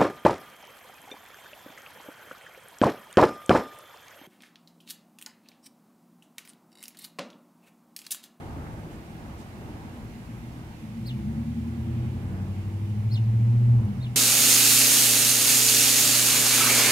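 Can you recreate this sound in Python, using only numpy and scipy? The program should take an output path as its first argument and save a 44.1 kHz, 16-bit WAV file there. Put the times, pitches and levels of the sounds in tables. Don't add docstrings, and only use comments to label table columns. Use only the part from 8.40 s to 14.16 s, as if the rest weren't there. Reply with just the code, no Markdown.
import sys
import numpy as np
from scipy import signal
from scipy.io import wavfile
from scipy.ndimage import uniform_filter1d

SR = 44100
rng = np.random.default_rng(int(sys.argv[2]) if len(sys.argv) > 2 else 0)


def persist_wave(psi):
    counts = np.round(np.clip(psi, -1, 1) * 32767).astype(np.int16)
    wavfile.write(sys.argv[1], SR, np.atleast_2d(counts).T)


def makeup_ratio(level_db):
    decades = np.asarray(level_db, float) / 20
    return 10 ** decades


N = 253994

# time_s, firing_hz, effort_db
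ENGINE_RUN = [(0, 52.54, -69), (1.75, 53.5, -66.5), (1.952, 58.21, -62), (2.2, 62.5, -67.5),
              (2.35, 56.08, -69), (2.48, 55.08, -62), (2.66, 59.5, -58), (2.863, 73.3, -52),
              (3.072, 78.56, -53), (3.702, 89.1, -50.5), (4.299, 98.18, -53), (4.851, 112, -52),
              (5.15, 117.6, -51.5), (5.309, 118.9, -50.5), (5.395, 116.8, -51), (5.418, 110.3, -48.5),
              (5.601, 91.1, -49.5), (5.76, 84.76, -54.5)]


def evened(x):
    return x / np.sqrt(np.mean(x ** 2) + 1e-20)


def read(points, hz):
    f, value = np.transpose(points)
    return np.interp(np.log(hz + 1), np.log(f + 1), value)


def bump(t, at_s, half_width_s):
    return np.exp(-((t - at_s) / half_width_s) ** 2)


def wander(rate_hz, count):
    t = np.arange(0, N + 128, 64) / SR
    f = np.geomspace(rate_hz / 10, rate_hz, num=12)[:, None]
    turns = rng.random((count, len(f), 1))
    waves = np.sin(2 * np.pi * (f * t + turns)) / np.sqrt(f)
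    return evened(waves.sum(axis=1)), t


def tail(x, t60_s):
    t = np.arange(SR // 2) / SR
    signs = rng.choice([-1., 1.], (2, len(t)))
    present = rng.random((2, len(t))) < 2000 / SR
    taps = signs * present * makeup_ratio(-60 * t / t60_s)
    return signal.fftconvolve(x[None], taps / np.linalg.norm(taps[0]), axes=1)[:, :N]


def noise(spectrum, same, side_db, swell_db, patchy_db):
    # freq_hz, left_lead_rad
    lead = [(20, 0), (300, -0.03), (780, 0.46), (1720, 3), (2200, 2)]
    frames, hz = N // 256 + 5, np.fft.rfftfreq(1024, 1 / SR)
    a, b, c, d, patches = rng.standard_normal((frames, 513, 5)).T
    patches = uniform_filter1d(patches, size=10, axis=0)
    patches = evened(uniform_filter1d(patches, size=16, axis=1))
    s, swell = np.transpose(swell_db)
    swell = np.interp(np.arange(frames) * 256 / SR, s, swell - swell.mean())
    same = np.clip(read(same, hz), 0, 1)[:, None]
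    left = a + 1j * b
    shared = same * left * np.exp(-1j * read(lead, hz))[:, None]
    right = shared + np.sqrt(1 - same ** 2) * (c + 1j * d)
    side = makeup_ratio(read(side_db, hz) / 2)[:, None]
    level = makeup_ratio(read(spectrum, hz)[:, None] + patchy_db * patches + swell)
    z = np.array([left * side, right / side]) * level
    return evened(signal.istft(z, nperseg=1024, noverlap=768)[1][:, :N])


def engine():
    cycle_db = [13, -1.5, 6.5, -2, 5.5, 15.5, -1.5, -13, -1.5, -5, -1.5, -1, -0.5, 3, -4.5, -4.5, -6, -5,
                -3, 5, 6.5, 7.5, 4.5, -8, 1, 6, -5.5, 5, 6, 2, 1, 5.5, -2, -0.5, 0.5, 8, 0, 2.5]
    # freq_hz, level_db
    pipe = [(25, -22), (45, -8.5), (60, -1.5), (75, 0), (100, 10), (108, 14.5), (116, 18.5), (126, 16.5),
            (138, 8), (165, -1), (205, 9.5), (238, 8), (250, -4), (262, -23.5), (320, -17), (333, -11),
            (362, -17.5), (540, -20.5)]
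    # time_s, half_width_s, multiple, gain_db
    swells = [(3.6, 0.11, 11, 7.5), (5.63, 0.12, 11, 7.5), (3.97, 0.15, 16, 10), (4.56, .1, 16, 7),
              (3.73, 0.13, 16, 3), (2.68, 0.091, 16, 4), (4.7, 0.11, 9, 8.5), (5.1, 0.3, 14, 5),
              (2.22, 0.18, 16, 4.5), (5.15, 0.18, 24, 9.5), (3.33, 0.21, 22, 1.5), (3.15, 0.12, 16, 10.5),
              (5.15, 0.25, 15, 3.5), (5.28, 0.22, 16, 2.5), (2.4, 0.13, 13, -8), (3.63, 0.09, 31, 8),
              (4.1, 0.24, 28, 3.5), (5.5, 0.049, 16, 7), (5.7, 0.064, 19, 4), (5.72, 0.045, 19, 7),
              (3.58, 0.18, 20, 9.5), (3.44, 0.19, 21, 8), (3.14, .2, 21, 6.5), (4.15, 0.13, 17, 8),
              (4.95, .2, 14, 3.5), (2.504, 0.13, 32, 13), (1.7, .15, 31, 7), (2.95, 0.16, 16, 9.5),
              (3.85, 0.156, 22, 5.5), (3.043, 0.25, 24, 3.5), (5.7, .12, 22, -10.5), (6, .05, 24, -8),
              (2.95, 0.11, 12, -6), (3, .12, 14, -9), (4.1, .25, 20, -2), (3.62, 0.15, 19, 10),
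              (3.7, .15, 18, 5), (2.9, 0.1, 23, 4.5), (3.18, 0.13, 22, 4), (3.945, .2, 21, -3),
              (4.25, .2, 11, 0), (4.4, 0.13, 11, 5.5), (5.38, .06, 5, 6), (5.6, .08, 26, 5.5),
              (3.6, .12, 19, -5), (5.1, .25, 13, 7)]
    cylinders, waver_db, jitter = 8, 1.5, .002
    drift, t = wander(rate_hz=6.0, count=len(cycle_db) + 1)
    s, *columns = np.transpose(ENGINE_RUN)
    firing_hz, effort_db = (np.interp(t, s, c) for c in columns)
    cycle_hz = firing_hz / cylinders * (1 + jitter * drift[-1])
    k = np.arange(3, 3 + len(cycle_db))[:, None]
    db = effort_db + np.array(cycle_db)[:, None] + read(pipe, k * cycle_hz)
    db = db + throttle(t) * (k == cylinders)
    for at_s, half_width_s, multiple, gain_db in swells:
        db = db + gain_db * bump(t, at_s, half_width_s) * (k == round(multiple))
    size = makeup_ratio(db + waver_db * drift[:-1] * (k != cylinders))
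    fine, start = np.arange(N) / SR, rng.random(len(k))
    turns = np.cumsum(np.interp(fine, t, cycle_hz)) / SR
    out = np.zeros(N)
    for m, a, p in zip(k[:, 0], size, start):
        out += np.interp(fine, t, a) * np.sin(2 * np.pi * (m * turns + p))
    return out


def throttle(t):
    # start_s, length_s, loss_db
    lifts = [
        (2.3, .45, -3),
        (5.405, .6, -11),
    ]
    # time_s, half_width_s, gain_db
    surges = [
        (5.32, .05, 3),
        (5.455, .02, 12),
        (5.05, .3, 1.2),
    ]
    edge_s = 0.011
    db = 0
    for s, length, loss_db in lifts:
        db = db + loss_db * np.clip(np.minimum(t - s, (s + length - t) / 5) / edge_s, 0, 1)
    return db + sum(gain_db * bump(t, s, width) for s, width, gain_db in surges)


def rings():
    # freq_hz, width_hz, level_over_effort_db, hidden_s
    modes = [
        (331, 5, 2.5, 4.5),
        (556, 8, -11, 4.2),
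        (116, 9, 8, 2.9),
    ]
    steady = 1.6
    t, out = np.arange(N) / SR, np.zeros(N)
    for hz, width_hz, db, hidden_s in modes:
        r = np.exp(-np.pi * width_hz / SR)
        burns = signal.lfilter([1], [1, -2 * r, r * r], rng.standard_normal((2, N)))
        envelope = steady + evened(burns[0]) + 1j * evened(burns[1])
        ring = evened((envelope * np.exp(2j * np.pi * hz * t)).real)
        out += makeup_ratio(db - 20 * np.clip((t - hidden_s) / 0.34, 0, 1)) * ring
    s, _, effort_db = np.transpose(ENGINE_RUN)
    return out * makeup_ratio(np.interp(t, s, effort_db))


def sparrow():
    # start_s, length_s, top_hz, end_hz, level_db
    chirps = [
        (2.645, .075, 4700, 2500, -48),
        (4.703, .088, 4800, 2480, -45.5),
        (5.601, .078, 4200, 2550, -51.5),
    ]
    # upper_voice_offset_hz, upper_voice_db, second_harmonic_db, third_harmonic_db
    voices = [(320, -6, -16, -15), (480, -5, -25, -25), (200, -7, -26, -30)]
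    # start_share_of_top, growth_db, second_harmonic_growth_db
    shapes = [(.79, 6, -8), (.83, -3, 14), (0.87, 2, 0)]
    bends = [(1.2, 1.05, .4), (1.3, 1.42, .9), (3, 1.05, 2.5)]
    # delay_s, level_db
    ground = (.00141, -6)
    # delay_s, left_db, right_db
    echoes = [
        (0.017, -31, -39),
        (0.1, -24, -25),
    ]
    rough, rise = .016, .35
    attack_s, release_s, hush_db = .018, .009, -16
    crest_db, crest_width, join_db, leave_db = 6, .08, -22, -20
    out = np.zeros(N)
    for chirp, voice, shape, bend in zip(chirps, voices, shapes, bends):
        s, length, top_hz, end_hz, level_db = chirp
        gap_hz, high_db, second_db, third_db = voice
        onset, grow_db, deepen_db = shape
        up, down, spread = bend
        t = np.arange(0, length, 1 / SR)
        u = t / length
        left = np.clip((1 - u) / (1 - rise), 0, 1) ** down
        rising_hz = top_hz * (onset + (1 - onset) * (u / rise) ** up)
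        hz = np.where(u < rise, rising_hz, end_hz + (top_hz - end_hz) * left)
        hz = uniform_filter1d(hz, size=90)
        ends = np.minimum(t / attack_s, (length - t) / release_s)
        lead_db = crest_db * bump(u, rise, crest_width)
        db = level_db + grow_db * (u - rise) + hush_db * np.clip(1 - ends, 0, 1) - lead_db / 2
        apart_hz = gap_hz * (1 + spread * np.sqrt(1 - left))
        upper_db = high_db + lead_db + join_db * np.clip(1 - u / rise, 0, 1)
        upper_db = upper_db + leave_db * np.clip(3 * u - 2, 0, 1)
        flutter = evened(uniform_filter1d(rng.standard_normal(N // 20), size=40))[:len(t)]
        pitches_hz = [hz * (1 + rough * flutter), hz + apart_hz]
        low, high = np.exp(2j * np.pi * np.cumsum(pitches_hz, axis=1) / SR)
        both = low + makeup_ratio(upper_db) * high
        bright = np.clip((hz - 3500) / 700, 0, 1)
        second = makeup_ratio(second_db + deepen_db * (u - rise) / (1 - rise)) * both ** 2
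        song = both + second + makeup_ratio(third_db) * bright * both ** 3
        at = round(s * SR)
        out[at:at + len(t)] += makeup_ratio(db + 1.5) * song.imag * signal.windows.tukey(len(t), .1)
    delay_s, bounce_db = ground
    out += makeup_ratio(bounce_db) * np.roll(out, round(delay_s * SR))
    walls = np.zeros((2, N))
    for delay_s, left_db, right_db in echoes:
        walls += makeup_ratio(np.array([[left_db], [right_db]])) * np.roll(out, round(delay_s * SR))
    direct = np.array([out, np.roll(out, shift=9)])
    return direct + walls + makeup_ratio(-7) * tail(out, .16)


def ticks():
    # start_s, peak_db
    snaps = [
        (5.453, -45),
    ]
    out, t = np.zeros(N), np.arange(200) / SR
    snap = np.sin(2 * np.pi * 10500 * t) * np.exp(-t / 0.00041)
    for s, db in snaps:
        out[round(s * SR):][:200] += makeup_ratio(db) * snap
    return out * makeup_ratio(np.array([[-12.0], [4.0]]))


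def tap():
    # start_s, pitch_hz, peak_db, decay_s
    knock = (.267, 650, -39, .002)
    s, hz, db, decay_s = knock
    out, t = np.zeros(N), np.arange(1000) / SR
    tones = sum(np.sin(2 * np.pi * hz * k * t) / np.sqrt(k) for k in (1, 2.1, 3.3))
    out[round(s * SR):][:1000] = tones * np.exp(-t / decay_s)
    return out * makeup_ratio(db + np.array([[-6.0], [0.0]]))


def band_noise(low_hz, high_hz):
    band = signal.butter(2, [low_hz, high_hz], "band", fs=SR, output="sos")
    return evened(signal.sosfilt(band, rng.standard_normal((2, N))))


def scuffs():
    # time_s, level_db, length_s
    rubs = [
        (.53, -63, 0.06),
        (1.005, -57.5, 0.059),
        (4.498, -63, 0.028),
    ]
    t = np.arange(N) / SR
    shape = sum(makeup_ratio(db) * bump(t, s, length / 2) for s, db, length in rubs)
    return band_noise(1800, 9000) * shape * makeup_ratio(np.array([[-4.0], [2.0]]))


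def tyres():
    # time_s, half_width_s, level_db
    gaps = [
        (3.62, 0.23, -61),
        (4.2, 0.095, -61),
    ]
    t = np.arange(N) / SR
    return band_noise(2100, 3100) * sum(makeup_ratio(db) * bump(t, s, width) for s, width, db in gaps)


def hum():
    # freq_hz, level_db
    lines = [
        (161.5, -55.5),
        (242.2, -57.5),
    ]
    waver_db = 3.5
    drift, t = wander(rate_hz=5.0, count=len(lines))
    fine, out = np.arange(N) / SR, np.zeros(N)
    for (hz, db), d in zip(lines, drift):
        out += makeup_ratio(db + 4 + waver_db * np.interp(fine, t, d)) * np.sin(2 * np.pi * hz * fine)
    return out


def town():
    # freq_hz, density_db_per_hz
    rumble_db = [(15, -53.5), (28, -25), (50, 4.5), (115, -2), (180, -14), (300, -7), (400, -14.5),
                 (620, -18), (800, -15.5), (1050, -20.5), (1300, -23), (1700, -25), (2200, -42.5),
                 (3500, -120)]
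    # freq_hz, likeness_0_to_1
    same = [(20, .3), (45, 0.37), (70, 0.92), (200, 1), (400, 0.83), (700, 0.49), (1300, 0.5), (2000, .1)]
    # freq_hz, density_db_per_hz
    air_db = [(760, -33), (1300, -13), (1720, -6.5), (1910, -3), (2060, -2), (2900, -4.5), (3250, -7.5),
              (4050, -9.5), (4590, -11), (7340, -14.5), (11400, -17), (13700, -19.5), (15700, -21.5)]
    # freq_hz, left_minus_right_db
    air_side_db = [(60, 0.5), (99, 0), (160, -2), (270, 0), (450, 2.5), (740, 1.5), (1220, 0.5), (2010, -9),
                   (3330, -3), (5500, -1.5), (9080, -4.5), (15000, -8.5)]
    # time_s, half_width_s, gain_db
    gusts = [
        (2.02, 0.31, 1.5),
        (4.45, 0.25, 1.5),
        (5.401, 0.086, 1),
    ]
    opening_db, settle_s = 6, 1
    drift_db, drift_hz = 1.57, 2.96
    drift, t = wander(rate_hz=drift_hz, count=1)
    swell_db = opening_db * np.exp(-t / settle_s) + drift_db * drift[0]
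    swell_db = swell_db + sum(db * bump(t, s, width) for s, width, db in gusts)
    rumble_side_db = [(100, .3), (1000, -0.43)]
    rumble = noise(rumble_db, same, rumble_side_db, np.transpose([t, swell_db]), patchy_db=1.04)
    hiss = noise(air_db, [(1, 0), (2, 0)], air_side_db, [(0, 0), (1, 0)], patchy_db=.6)
    return makeup_ratio(-42) * rumble + makeup_ratio(-59 + 3) * hiss


def scene():
    far = engine() + hum() + rings()
    wet = tail(far, .4)
    direct = np.array([np.roll(far, -12) * makeup_ratio(.4), far])
    street = direct + makeup_ratio(-16) * (wet[0] + .4 * wet)
    return street + sparrow() + ticks() + tap() + scuffs() + tyres() + town()


def top_cut(x):
    return signal.sosfilt(signal.butter(12, 15940, fs=SR, output="sos"), x)


def record(dry):
    cut = signal.sosfilt(signal.butter(2, 36, "high", fs=SR, output="sos"), dry)
    edge = signal.firwin(511, 15700, window=("kaiser", 9), fs=SR)
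    mix = signal.oaconvolve(cut, edge[None], "same")
    return top_cut(mix)


dry = scene()
out = record(dry)
persist_wave(out)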